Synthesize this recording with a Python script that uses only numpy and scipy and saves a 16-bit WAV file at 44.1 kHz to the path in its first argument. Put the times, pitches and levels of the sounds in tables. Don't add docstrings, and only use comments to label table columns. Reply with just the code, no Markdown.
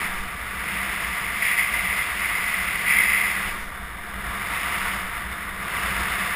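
import sys
import numpy as np
from scipy import signal
from scipy.fft import rfft, irfft
from scipy.io import wavfile
from scipy.ndimage import map_coordinates

SR = 44100
rng = np.random.default_rng(int(sys.argv[2]) if len(sys.argv) > 2 else 0)


def file_out(sig):
    cols = np.atleast_2d(sig).T
    lim = np.clip(cols, -1, 1)
    pcm = np.round(lim * 32767).astype(np.int16)
    wavfile.write(sys.argv[1], SR, pcm)


N = 280035
T = np.arange(N) / SR


def undb(db):
    return 10 ** (np.asarray(db) / 20)


def unit(x):
    return x / np.sqrt(np.mean(x ** 2))


def walk(rate, count=8192):
    knots = rng.standard_normal(count)
    return unit(map_coordinates(knots, [T * rate], order=1, mode="wrap"))


def swell(s, length):
    return np.exp(-np.minimum((2 * (T - s) / length) ** 2, 20))


def response(spectrum, modes=(), size=8192):
    f = np.maximum(np.fft.rfftfreq(size, 1 / SR), 1)
    hz, db = np.transpose(spectrum)
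    gain_db = np.interp(np.log(f), np.log(hz), db)
    for centre, width, lift in modes:
        gain_db = gain_db + lift / (1 + (2 * (f - centre) / width) ** 2)
    cepstrum = irfft(np.log(undb(gain_db)))
    cepstrum[1:size // 2] *= 2
    cepstrum[size // 2 + 1:] = 0
    return irfft(np.exp(rfft(cepstrum)))


def ring(push, spectrum, modes=()):
    return unit(signal.oaconvolve(push, response(spectrum, modes))[:N])


def chips(per_s, scatter_db):
    hit = rng.random(N) < per_s / SR
    size = rng.standard_normal(N) * undb(scatter_db * rng.standard_normal(N))
    return hit * size


# (f/Hz, level/dB)
ROLL_SPECTRUM = [(120, -21.5), (280, -16), (550, -15), (820, -13), (1050, -6), (1500, -1), (1950, -0.5),
                 (2330, -6), (2570, -21), (3600, -15.5), (4050, -24), (4700, -27), (5300, -20.5),
                 (6000, -49.5)]
# (f/Hz, width/Hz, lift/dB)
DECK_RESONANCES = [(706, 78, 10), (939, 54, 6), (1174, 123, 6.5), (1470, 120, 1.6), (1533, 91, -4),
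                   (1594, 70, 0.5), (2920, 83, 10), (3580, 230, 5)]
ROLL_DB, ROLL_RISE_DB_PER_S = -31.5, 0.5961


def rolling(texture):
    push = chips(per_s=12000, scatter_db=0.23) * undb(0.42 * texture)
    return ring(push, ROLL_SPECTRUM, DECK_RESONANCES)


# (f/Hz, level/dB)
SCRUB_SPECTRUM = [(400, -48), (1000, -29.5), (1750, -15), (2000, -5.5), (2250, -6.5), (2600, -13),
                  (3050, -26.5), (3550, -36), (4100, -40.5), (5100, -27.5), (6000, -50.5)]
# (f/Hz, width/Hz, lift/dB)
WHEEL_RESONANCES = [(1951, 34, 7.5), (2060, 122, 6.5), (3308, 160, 14.5), (3874, 99, 15), (4500, 120, 4),
                    (4960, 280, 2.5)]


def scrubbing(texture, chatter_db=0.15, wobble_db=0.5):
    stick_slip_db = chatter_db * walk(260) + 0.13 * texture + wobble_db * walk(20)
    push = chips(per_s=30000, scatter_db=1.0) * undb(stick_slip_db)
    return ring(push, SCRUB_SPECTRUM, WHEEL_RESONANCES)


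# (start t/s, length t/s, scrub level/dB, sag of level in dB/s, extra grit level/dB)
CARVE_EVENTS = [(0.0, 0.052, -30.5, 0, 1.5), (0.6, 0.81, -36, -2, -0.3), (1.394, 0.12, -22, -7, 2.5),
                (1.556, 0.054, -20.5, 2, 1), (1.687, 0.33, -28.5, -5, 1.3), (2.143, 0.73, -29.5, -1.5, 1),
                (2.851, 0.43, -17.5, 10, -0.5)]
STRAIGHT_SCRUB_DB = -32.7
CARVE_ATTACK_S, CARVE_RELEASE_S = 0.034, 0.071


def carving():
    power, grit_db = undb(STRAIGHT_SCRUB_DB) ** 2, 0
    for s, length, db, sag, extra_db in CARVE_EVENTS:
        age = np.maximum(T - s, 0)
        attack = np.minimum(age / CARVE_ATTACK_S, 1)
        release = np.exp(-np.maximum(age - length, 0) / CARVE_RELEASE_S)
        gate = attack * release
        power = power + (gate * undb(db - sag * age)) ** 2
        grit_db = grit_db + gate * extra_db
    return np.sqrt(power), grit_db


# (f/Hz, level/dB)
GRIT_SPECTRUM = [(1200, -22.5), (2200, -1.5), (2650, 0.5), (2900, -1.5), (3200, -8.5), (3620, -9.5),
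                 (4050, -14.5), (4700, -13.5), (5000, -12), (5450, -14.5), (6000, -25.5)]
GRIT_DB, GRIT_RISE_DB_PER_S = -37, 0.34


def grit(texture):
    push = chips(per_s=11000, scatter_db=1.0) * undb(0.36 * texture)
    return ring(push, GRIT_SPECTRUM)


# (f/Hz, level/dB)
WIND_SPECTRUM = [(12, -22), (35, 1.5), (70, 3), (115, -4), (180, -9.5), (300, -23), (900, -16), (3000, -53)]
# (f/Hz, width/Hz, lift/dB)
HOUSING_RESONANCES = [(58.2, 24, 9.5)]
# (middle t/s, extra level/dB, length t/s)
GUST_EVENTS = [(0.55, 2.5, 0.76), (1.86, 4, 0.24), (4.28, 6, 0.39), (5.25, 5, 0.21), (5.933, 6.5, 0.41)]
ROAR_DB = -43.5
RUMBLE_RISE_DB_PER_S = 0.26


def wind_roar(flutter_db=0.5):
    gust_db = sum(db * swell(s, length) for s, db, length in GUST_EVENTS)
    turbulence = rng.standard_normal(N) * undb(flutter_db * walk(9.4))
    roar = ring(turbulence, WIND_SPECTRUM, HOUSING_RESONANCES)
    return roar * undb(ROAR_DB + gust_db + RUMBLE_RISE_DB_PER_S * T)


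# (f/Hz, level/dB)
MOUNT_SPECTRUM = [(50, -28.5), (120, -2.5), (180, 0), (260, -7.5), (450, -6), (900, -18), (3000, -40)]
# (f/Hz, width/Hz, lift/dB)
MOUNT_RESONANCES = [(195, 30.4, 12)]
HUM_DB = -45
HUM_SHADE = 0.078


def mount_hum(shade_db, shake_db):
    hum = ring(rng.standard_normal(N), MOUNT_SPECTRUM, MOUNT_RESONANCES)
    return hum * undb(HUM_DB + shake_db - HUM_SHADE * shade_db + RUMBLE_RISE_DB_PER_S * T)


# (f/Hz, level/dB)
EDDY_SPECTRUM = [(4, -7), (11, -11.5), (17, -0.5), (28, -16), (60, -38), (200, -51)]
# (middle t/s, level/dB, length t/s)
BUFFET_EVENTS = [(0.178, -29.5, 0.16), (3.59, -28.5, 0.18), (4.837, -32, 0.069), (5.09, -44, 0.16)]
EDDY_DB = -55
EDDY_EXPOSURE = 0.73


def eddies(shade_db):
    thumps = sum(undb(db) * swell(s, length) for s, db, length in BUFFET_EVENTS)
    gain = undb(EDDY_DB + EDDY_EXPOSURE * shade_db) + thumps
    return ring(rng.standard_normal(N), EDDY_SPECTRUM) * gain


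# (start t/s, way down t/s, stay t/s, way back t/s, hiss loss at first level/dB, at last level/dB)
TILT_EVENTS = [(0.05, 0.057, 0.36, 0.27, 4, 7), (3.48, 0.18, 0.39, 0.51, 15.5, 15.5),
               (4.945, 0.094, 0.51, 0.25, 6.5, 11.6)]
ROLL_SHADE, SCRUB_SHADE = 0.44, 0.89


def shade():
    loss_db = 0
    for s, down, stay, back, first, last in TILT_EVENTS:
        corners = s + np.cumsum([0, down, stay, back])
        loss_db = loss_db + np.interp(T, corners, [0, first, last, 0])
    return loss_db


# (middle t/s, length t/s, extra rolling level/dB, extra mount hum level/dB)
ROUGH_PATCHES = [(0.057, 0.31, 2.5, 3), (0.72, 0.56, 0.7, 3), (2.894, 0.75, -0.5, 3),
                 (4.28, 0.24, 2.2, 2.5), (4.797, 0.35, 0.4, 1), (6.046, 0.73, 1, 3.5)]


def rough_road():
    return sum(np.outer([roll_db, hum_db], swell(s, length))
               for s, length, roll_db, hum_db in ROUGH_PATCHES)


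# (t/s, peak level/dB)
TICK_EVENTS = [(3.37, -28), (4.966, -19), (5.179, -24), (5.300, -25), (5.862, -17), (5.965, -12),
               (6.267, -25)]


def ticks(edge=0.3):
    blows = np.zeros(N)
    for s, db in TICK_EVENTS:
        blows[int(s * SR)] = undb(db)
    knock = response(ROLL_SPECTRUM, DECK_RESONANCES) + edge * response(GRIT_SPECTRUM)
    return signal.oaconvolve(blows, knock / np.abs(knock).max())[:N]


def scene():
    texture, shade_db = walk(45), shade()
    scrub_gain, carve_db = carving()
    rough_db, shake_db = rough_road()
    roll_level_db = ROLL_DB + ROLL_RISE_DB_PER_S * T + rough_db - ROLL_SHADE * shade_db
    grit_level_db = GRIT_DB + GRIT_RISE_DB_PER_S * T + carve_db - shade_db
    board = rolling(texture) * undb(roll_level_db)
    board += scrubbing(texture) * scrub_gain * undb(-SCRUB_SHADE * shade_db)
    board += grit(texture) * undb(grit_level_db)
    rumble = wind_roar() + mount_hum(shade_db, shake_db) + eddies(shade_db)
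    return (board + rumble + ticks())[None]


CAMERA_RATE, TOP_HZ = 12000, 15300


def record(dry):
    slow = signal.resample_poly(dry, CAMERA_RATE, SR, axis=1)
    held = np.repeat(slow, 4, axis=1)
    out = signal.resample_poly(held, SR, 4 * CAMERA_RATE, axis=1)[:, :N]
    lowpass = signal.ellip(10, .1, 80, TOP_HZ, fs=SR, output="sos")
    return signal.sosfilt(lowpass, out)


dry = scene()
out = record(dry)
file_out(out)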